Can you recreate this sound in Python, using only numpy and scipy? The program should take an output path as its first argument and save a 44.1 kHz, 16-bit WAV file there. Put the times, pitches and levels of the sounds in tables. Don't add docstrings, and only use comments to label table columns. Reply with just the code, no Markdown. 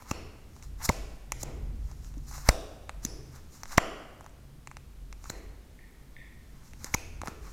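import sys
import numpy as np
from scipy import signal
from scipy.fft import rfft, irfft
from scipy.io import wavfile
from scipy.ndimage import uniform_filter1d

SR = 44100
rng = np.random.default_rng(int(sys.argv[2]) if len(sys.argv) > 2 else 0)


def unload_wav(signal):
    wavfile.write(
        sys.argv[1],
        SR,
        np.round(np.clip(np.atleast_2d(signal).T, -1, 1) * 32767).astype(np.int16),
    )


def ratio(d):
    e = np.asarray(d, float) / 20
    return 10 ** e


N = 331632


def level(x, db=0):
    return x * ratio(db) / np.sqrt(np.mean(x ** 2))


def add(out, start_s, piece):
    i = max(int(start_s * SR), 0)
    out[i:i + len(piece)] += piece[:len(out) - i]


def decay(t, t60):
    return np.exp(-np.log(1000) * t / t60)


def ring(x, hz, width_hz):
    return signal.lfilter(*signal.iirpeak(hz, hz / width_hz, SR), x)


def ring_twice(x, hz, width_hz):
    return ring(ring(x, hz, width_hz), hz, width_hz)


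def struck(hz, width_hz):
    blow = ring_twice(signal.unit_impulse(1024), hz, width_hz)
    return blow / np.abs(blow).max()


def chord(modes):
    return sum((-1) ** k * ratio(db) * struck(hz, width_hz) for k, (hz, width_hz, db) in enumerate(modes))


def colour(x, points):
    hz, db = np.transpose(points)
    bin_hz = np.maximum(np.arange(len(x) // 2 + 1) * SR / len(x), 1)
    gain_db = np.interp(np.log(bin_hz), np.log(hz), db)
    return irfft(rfft(x) * ratio(gain_db), len(x))


def walk(rate_hz):
    hold = int(SR / rate_hz)
    steps = np.repeat(rng.standard_normal(N // hold + 1), hold)
    smooth = uniform_filter1d(uniform_filter1d(steps, hold), hold)
    return level(smooth[:N])


# (frequency [Hz], density [dB per Hz])
HUSH = [(88, -34.5), (150, -2), (250, -7), (400, -12), (594, -17.5), (1900, -24), (15000, -32.5),
        (16500, -48.5)]


def hiss():
    return level(colour(rng.standard_normal(N), HUSH), -59.5) * ratio(0.35 * walk(1.2))


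# (time [s], level [dB])
RUMBLE = [(0, -53), (.14, -47), (.45, -53), (.8, -47), (1.0, -46), (1.25, -53), (1.45, -39), (1.76, -36),
          (1.88, -44), (2.56, -46), (2.9, -51), (3.05, -46), (3.55, -54), (4.5, -52), (5.3, -50),
          (5.85, -57), (6.5, -52), (7.2, -49)]
# (frequency [Hz], width [Hz], level [dB])
RUMBLE_MODES = [(45.8, 12.2, 1.5), (75.5, 30, -4), (132.2, 25, -8.5), (228, 96, -18.5)]


def rumble(drift_db=-11, still_air_db=-60, sweep_db=-32, sweep_s=0.12, wander_db=2.1):
    t = np.arange(N) / SR
    load = ratio(np.interp(t, *np.transpose(RUMBLE)))
    modes = np.zeros(N)
    for hz, width_hz, db in RUMBLE_MODES:
        mode = level(ring_twice(rng.standard_normal(N), hz, width_hz), db)
        modes += mode * ratio(wander_db * walk(2.7))
    hum = level(ring_twice(rng.standard_normal(N), 48, 14), -62)
    drift = level(ring_twice(rng.standard_normal(N), 11.4, 15))
    sweeps = sum(push * np.exp(-np.abs(t - s) / sweep_s) for s, *_, push in SNAPS)
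    drift_gain = ratio(drift_db) * load + ratio(still_air_db) + ratio(sweep_db) * sweeps
    return level(modes, 3) * load + hum + drift * drift_gain


def swell_fade(t, peak_s, rise_s, fall_s, db):
    return ratio(db - 20 * np.where(t < peak_s, (peak_s - t) / rise_s, (t - peak_s) / fall_s))


# (frequency [Hz], density [dB per Hz])
RASP = [(1880, -49), (3200, -21), (3900, -7), (5560, -1.5), (6800, -0.5), (9500, -11), (13000, -42.5),
        (22000, -120)]
# (fastest at [s], 20 dB rise [s], 20 dB fall [s], rasp level [dB], relative scrape [dB])
DRAGS = [(0.098, .08, 0.09, -57, 1.5), (.6, .2, .15, -66, -5), (.635, 0.02, .05, -60, -3),
         (.858, 0.04, .01, -38, -6), (1.92, .22, 0.1, -65, -2), (2.06, .12, 0.13, -61, -6),
         (2.18, -0.07, -0.02, -57.5, -11), (2.285, 0.05, 0.36, -60, -3), (2.41, .14, .07, -52, -12),
         (3.362, 0.1, 0.08, -61, 1.5), (3.554, 0.08, .18, -59, -2.5), (3.722, .035, .075, -41, -2.5),
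         (5.265, .07, .15, -54, -5), (6.681, 0.25, 0.1, -64, -1), (6.835, 0.06, 0.06, -53, -7),
         (6.868, .012, .035, -52, 2.5), (7.45, .12, 1, -61, .7), (3.042, .03, .015, -55, 1.5),
         (1.42, .05, .015, -51, -9)]
# (hardest at [s], 20 dB rise [s], 20 dB fall [s], rasp level [dB])
PRESSES = [
    (.005, 1, .06, -67),
    (0.816, 0.03, .09, -56),
    (.887, .011, 0.0263, -53),
    (1.355, -0.03, 0.12, -59),
    (2.355, .04, .04, -59),
    (2.478, .045, 0.1057, -49),
    (6.935, 0.08, 0.03, -58),
    (7.265, .04, 0.1, -59),
]


def slides(grain_db=2.5, patchy_db=2.5, drag_fizz_db=-8.5, press_scrape_db=7, press_fizz_db=-3):
    gains, t = np.zeros((3, N)), np.arange(N) / SR
    strokes = [(*row, drag_fizz_db) for row in DRAGS]
    strokes += [(*row, press_scrape_db, press_fizz_db) for row in PRESSES]
    for peak_s, rise_s, fall_s, db, scrape_db, fizz_db in strokes:
        on = slice(max(int((peak_s - 2 * rise_s) * SR), 0), int((peak_s + 2 * fall_s) * SR))
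        layers = ratio(np.array([[0], [scrape_db], [fizz_db]]))
        gains[:, on] += swell_fade(t[on], peak_s, rise_s, fall_s, db) * layers
    slips = rng.standard_normal((2, N)) * ratio(grain_db * rng.exponential(size=(2, N)))
    flicker = ratio(patchy_db * walk(60))
    rasp = level(colour(slips[0], RASP)) * flicker
    scrape = level(ring_twice(slips[1], 1150, 1450)) * ratio(patchy_db * walk(60))
    fizz = level(ring_twice(slips[0], 12500, 5500)) * flicker
    return gains[0] * rasp + gains[1] * scrape + gains[2] * fizz


# (time [s], bright peak [dB], relative middle [dB], relative low [dB])
TICKS = [(0.0226, -49.5, -25, 3), (0.564, -48, -22, -5), (0.625, -42, -11.5, -17), (1.32, -20, -14, -10.5),
         (1.914, -41.5, -18, -11), (2.0457, -43, -13, -17), (2.1402, -52.5, -6, -7), (2.18, -45, -30, -20),
         (2.3121, -39.5, -28, -7.5), (2.3797, -39, -25, -5), (2.8936, -35, -1, 0), (3.063, -36, -16, -28),
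         (3.6334, -26.5, -21, -12.5), (3.6555, -42, -6, -6), (4.2084, -49, -11.5, 3.5),
         (4.243, -49, -16.5, -4), (4.2627, -50, -18, 6), (4.2944, -53, -20, -10), (4.6727, -36, -9, -5.5),
         (4.7136, -46, -6.5, 1), (4.7685, -39.5, -5, -3), (5.1266, -37.5, -8.5, -10),
         (5.241, -39, -15, -10), (6.7339, -50.5, 1, 4), (6.8438, -21.5, -25, -16.5),
         (7.216, -33, -7.5, -4.5), (7.2584, -38, -20, -6), (7.2732, -30.5, -8, -4)]


def ticks(crack_ms=4.1, rattle=0.26, body_db=8, late_s=0.00053):
    out, t = np.zeros(N), np.arange(512) / SR
    for s, db, mid_db, low_db in TICKS:
        chance = rng.standard_normal(len(t))
        crack = signal.unit_impulse(len(t)) + rattle * chance * decay(t * 1000, crack_ms)
        bright = ring_twice(crack, 6900 + 45 * mid_db, 3200)
        middle = ring_twice(crack, 2600, 1700)
        low = ring(crack, 1150, 800) - 0.92 * ring(crack, 550, 447)
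        top = ring_twice(crack, 14000, 7000)
        top_db = -21 + 0.45 * (db + 40)
        parts = [(bright, 0), (-middle, mid_db + body_db + 3), (low, low_db + body_db), (-top, top_db)]
        add(out, s + late_s, sum(ratio(db + rel_db) * p / np.abs(p).max() for p, rel_db in parts))
    return out


# (time [s], peak [dB], ring [Hz], t60 [ms], sign [+-1])
THUMPS = [
    (0.1138, -15.5, 228, 11, -1),
    (0.898, -21, 112, 45, -1),
    (1.4341, -17.5, 380, 5.1, 1),
    (2.171, -37, 283, 63, 1),
    (2.4885, -5.5, 75, 25, 1),
    (2.4983, -14, 59, 30, -1),
    (3.051, -24, 220, 24, -1),
    (6.845, -29.5, 422, 14, 1),
    (7.216, -33, 297, 15, 1),
    (7.281, -30, 250, 20, -1),
]
# (time [s], peak [dB], ring [Hz], t60 [ms], sign [+-1])
CLACKS = [(0.113, -21.5, 1180, 11, -1), (0.1156, -27, 730, 5.5, 1), (.1125, -28, 2650, 19, 1),
          (0.8908, -15.5, 2125, 14.6, 1), (.8980, -13, 960, 14, 1), (0.8981, -22.5, 590, 35, 1),
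          (2.4890, -7, 637, 10.7, -1), (2.4903, -9, 4730, 5.3, 1), (2.4906, -7, 2090, 5.5, 1),
          (2.4957, -18.5, 1470, 9.3, -1), (3.7805, -3.5, 679, 15.5, -1), (3.7815, 0.5, 1880, 3.9, -1),
          (3.7815, -5, 1050, 8.5, -1), (3.775, -24, 2973, 8.6, 1), (5.257, -38, 1330, 12, -1),
          (5.2975, -31.5, 4090, 14, 1), (5.301, -26, 1500, 6.7, -1), (6.9410, -14, 2220, 12, 1),
          (6.9480, -19, 1000, 10, -1), (7.2349, -20, 680, 4.9, 1), (7.2802, -25.5, 1350, 7.9, -1),
          (1.3205, -27, 900, 8, 1), (.0226, -40, 1000, 9, 1)]


def knocks():
    out, t = np.zeros(N), np.arange(4096) / SR
    for s, db, hz, t60_ms, sign in THUMPS + CLACKS:
        add(out, s, sign * ratio(db) * decay(t * 1000, t60_ms) * np.sin(2 * np.pi * hz * t))
    return out


# (release [s], chatter peak [dB], build-up [ms], first chatter [Hz], air push [0-1])
SNAPS = [
    (0.1142, -28.5, 1.95, 5260, 0.04),
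    (0.894, -23, 2.12, 4000, 0.33),
    (1.4334, -27, 1.85, 6900, 0.03),
    (2.4900, -13, 1.23, 4314, 0.27),
    (3.0516, -19.5, 1.02, 5630, 0.03),
    (3.7800, -18, 1.84, 5200, 0.25),
    (5.3020, -30.5, 1.63, 6500, 0.05),
    (6.9466, -20, 2.65, 6000, 0.13),
    (7.2837, -39, 1.7, 5100, 0.06),
]


def snaps(rough=0.13, fizz_db=-9, settle_ms=0.31, recoil_ms=1.6, recoil=0.2):
    edge, puff, t = np.zeros(N), np.zeros(N), (np.arange(2048) - 1024) / SR
    t_ms = t * 1000
    after_ms = np.maximum(t_ms, 0)
    for s, db, build_ms, first_hz, push in SNAPS:
        jitter, fizz = rng.standard_normal((2, len(t)))
        last_hz = 8760 - 800 * build_ms
        grow = np.exp(np.minimum(t_ms, 0) / build_ms)
        caught = np.clip(t_ms / build_ms / 2 + 1.65, 0, 1)
        swell = caught * grow ** 0.39 * np.exp(-after_ms / settle_ms)
        glide_hz = first_hz + (last_hz - first_hz) * grow ** 1.495
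        hz = glide_hz * (1 + rough * level(uniform_filter1d(jitter, size=12)))
        phase = 2 * np.pi * np.cumsum(hz) / SR
        chatter = np.sin(phase) + 0.14 * np.sin(2 * phase) + ratio(fizz_db) * fizz
        after = after_ms / recoil_ms
        spring_back = np.exp(-after * 12) - recoil * np.e * after * np.exp(-after)
        air = np.where(t < 0, grow ** 1.5, spring_back)
        add(edge, s + t[0], ratio(db) * swell * chatter)
        add(puff, s + t[0], push * air)
    return edge, puff


# (time [s], peak [dB], tilt [dB per octave])
THROWN = [(.114, -22, -.2), (.895, -20.5, .9), (1.320, -29, 1.6), (1.434, -26, -2.5), (2.491, -19, -.2),
          (3.052, -28, -.3), (3.781, -15, -.8), (5.302, -27.5, -1.8), (6.947, -24, 2.2), (7.234, -34, -3),
          (7.281, -30.5, -1.1)]
# (frequency [Hz], width [Hz], level [dB])
FLEX_MODES = [(380, 400, -0.5), (980, 1010, -2), (2405, 1600, 1), (5200, 2800, -4), (10500, 6000, -2.5)]
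# (time [s], frequency [Hz], width [Hz], lift [dB])
THROWN_RINGS = [(.114, 5400, 900, 4), (.114, 2750, 800, -4), (.114, 4400, 600, 4), (.895, 600, 400, -1.5),
                (2.492, 600, 350, 6), (2.491, 3680, 600, 6), (2.492, 4850, 600, 4), (3.051, 350, 300, .5),
                (3.052, 5500, 1800, 16), (3.052, 7800, 1000, 9), (3.052, 10500, 2000, 14),
                (3.781, 686, 450, -1.5), (3.781, 1400, 1000, 4), (3.78, 2976, 800, 4.5),
                (3.781, 7100, 600, 4), (5.302, 1900, 900, 3), (5.302, 4150, 500, 11),
                (6.947, 2500, 500, 1.5), (7.281, 1360, 400, 4)]


def thrown():
    out, times, cracks = np.zeros(N), np.array(THROWN)[:, 0], []
    for s, db, tilt_db in THROWN:
        modes = [(hz, w, mode_db + db + tilt_db * np.log2(hz / 1500)) for hz, w, mode_db in FLEX_MODES]
        cracks.append(chord(modes))
        add(out, s, cracks[-1])
    for s, hz, width_hz, lift_db in THROWN_RINGS:
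        k = np.argmin(np.abs(times - s))
        add(out, times[k], ratio(lift_db) * ring_twice(cracks[k], hz, width_hz))
    return out


# (time [s], peak [dB], relative upper ring [dB])
FAR = [
    (5.79, -49.5, -15),
    (6.1651, -42.5, -6.5),
]
# (frequency [Hz], width [Hz], level [dB])
FAR_MODES = [(1825, 184, -1), (2170, 440, -0.5), (3510, 430, -4)]


def far_taps():
    out = np.zeros(N)
    lower, upper = chord(FAR_MODES[:2]), chord(FAR_MODES[2:])
    for s, db, upper_db in FAR:
        add(out, s, ratio(db - 1.5) * (lower + ratio(upper_db) * upper))
    return out


def off_table(x):
    return x - 0.45 * ring(x, 3250, 1000)


def clutter(x, scatter_db=-6.5, t60_s=0.025):
    t = np.arange(1536) / SR
    scatter = rng.standard_normal(len(t)) * decay(t, t60_s)
    return x + signal.fftconvolve(x, ratio(scatter_db) * scatter / np.sqrt(np.sum(scatter ** 2)))[:N]


# (frequency [Hz], t60 [s], level [dB])
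ROOM = [(250, 1.16, -4), (600, 1.08, -3.5), (1500, 1.08, -2), (2980, 1.015, 3.5), (6000, .6, 6),
        (12000, 0.58, 1)]


def room(x, tail_db=-10.5, rise_s=0.017):
    t, tail = np.arange(SR) / SR, np.zeros(SR)
    for hz, t60_s, db in ROOM:
        tail += level(ring(rng.standard_normal(SR), hz, hz) * decay(t, t60_s), db)
    tail *= 1 - np.exp(-(t / rise_s) ** 2)
    return signal.fftconvolve(x, ratio(tail_db) * tail / np.sqrt(np.sum(tail ** 2)))[:N]


def scene():
    slide, tick = off_table(slides()), off_table(ticks())
    table = knocks()
    edge, puff = snaps()
    edge = off_table(edge)
    far = far_taps()
    to_walls = slide + ratio(-6) * tick + ratio(-9) * edge + ratio(-15) * table + thrown() + ratio(14) * far
    near = clutter(edge + tick + slide + table + far)
    return (near + puff + room(to_walls) + rumble() + hiss())[None]


def band_limit(x):
    return signal.sosfilt(signal.butter(12, 16810, fs=SR, output="sos"), x)


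def record(dry):
    top_cut = signal.ellip(8, 0.2, 60, 15880, fs=SR, output="sos")
    mix = signal.sosfilt(top_cut, np.clip(dry, -0.93, 0.93))
    return band_limit(mix)


dry = scene()
out = record(dry)
unload_wav(out)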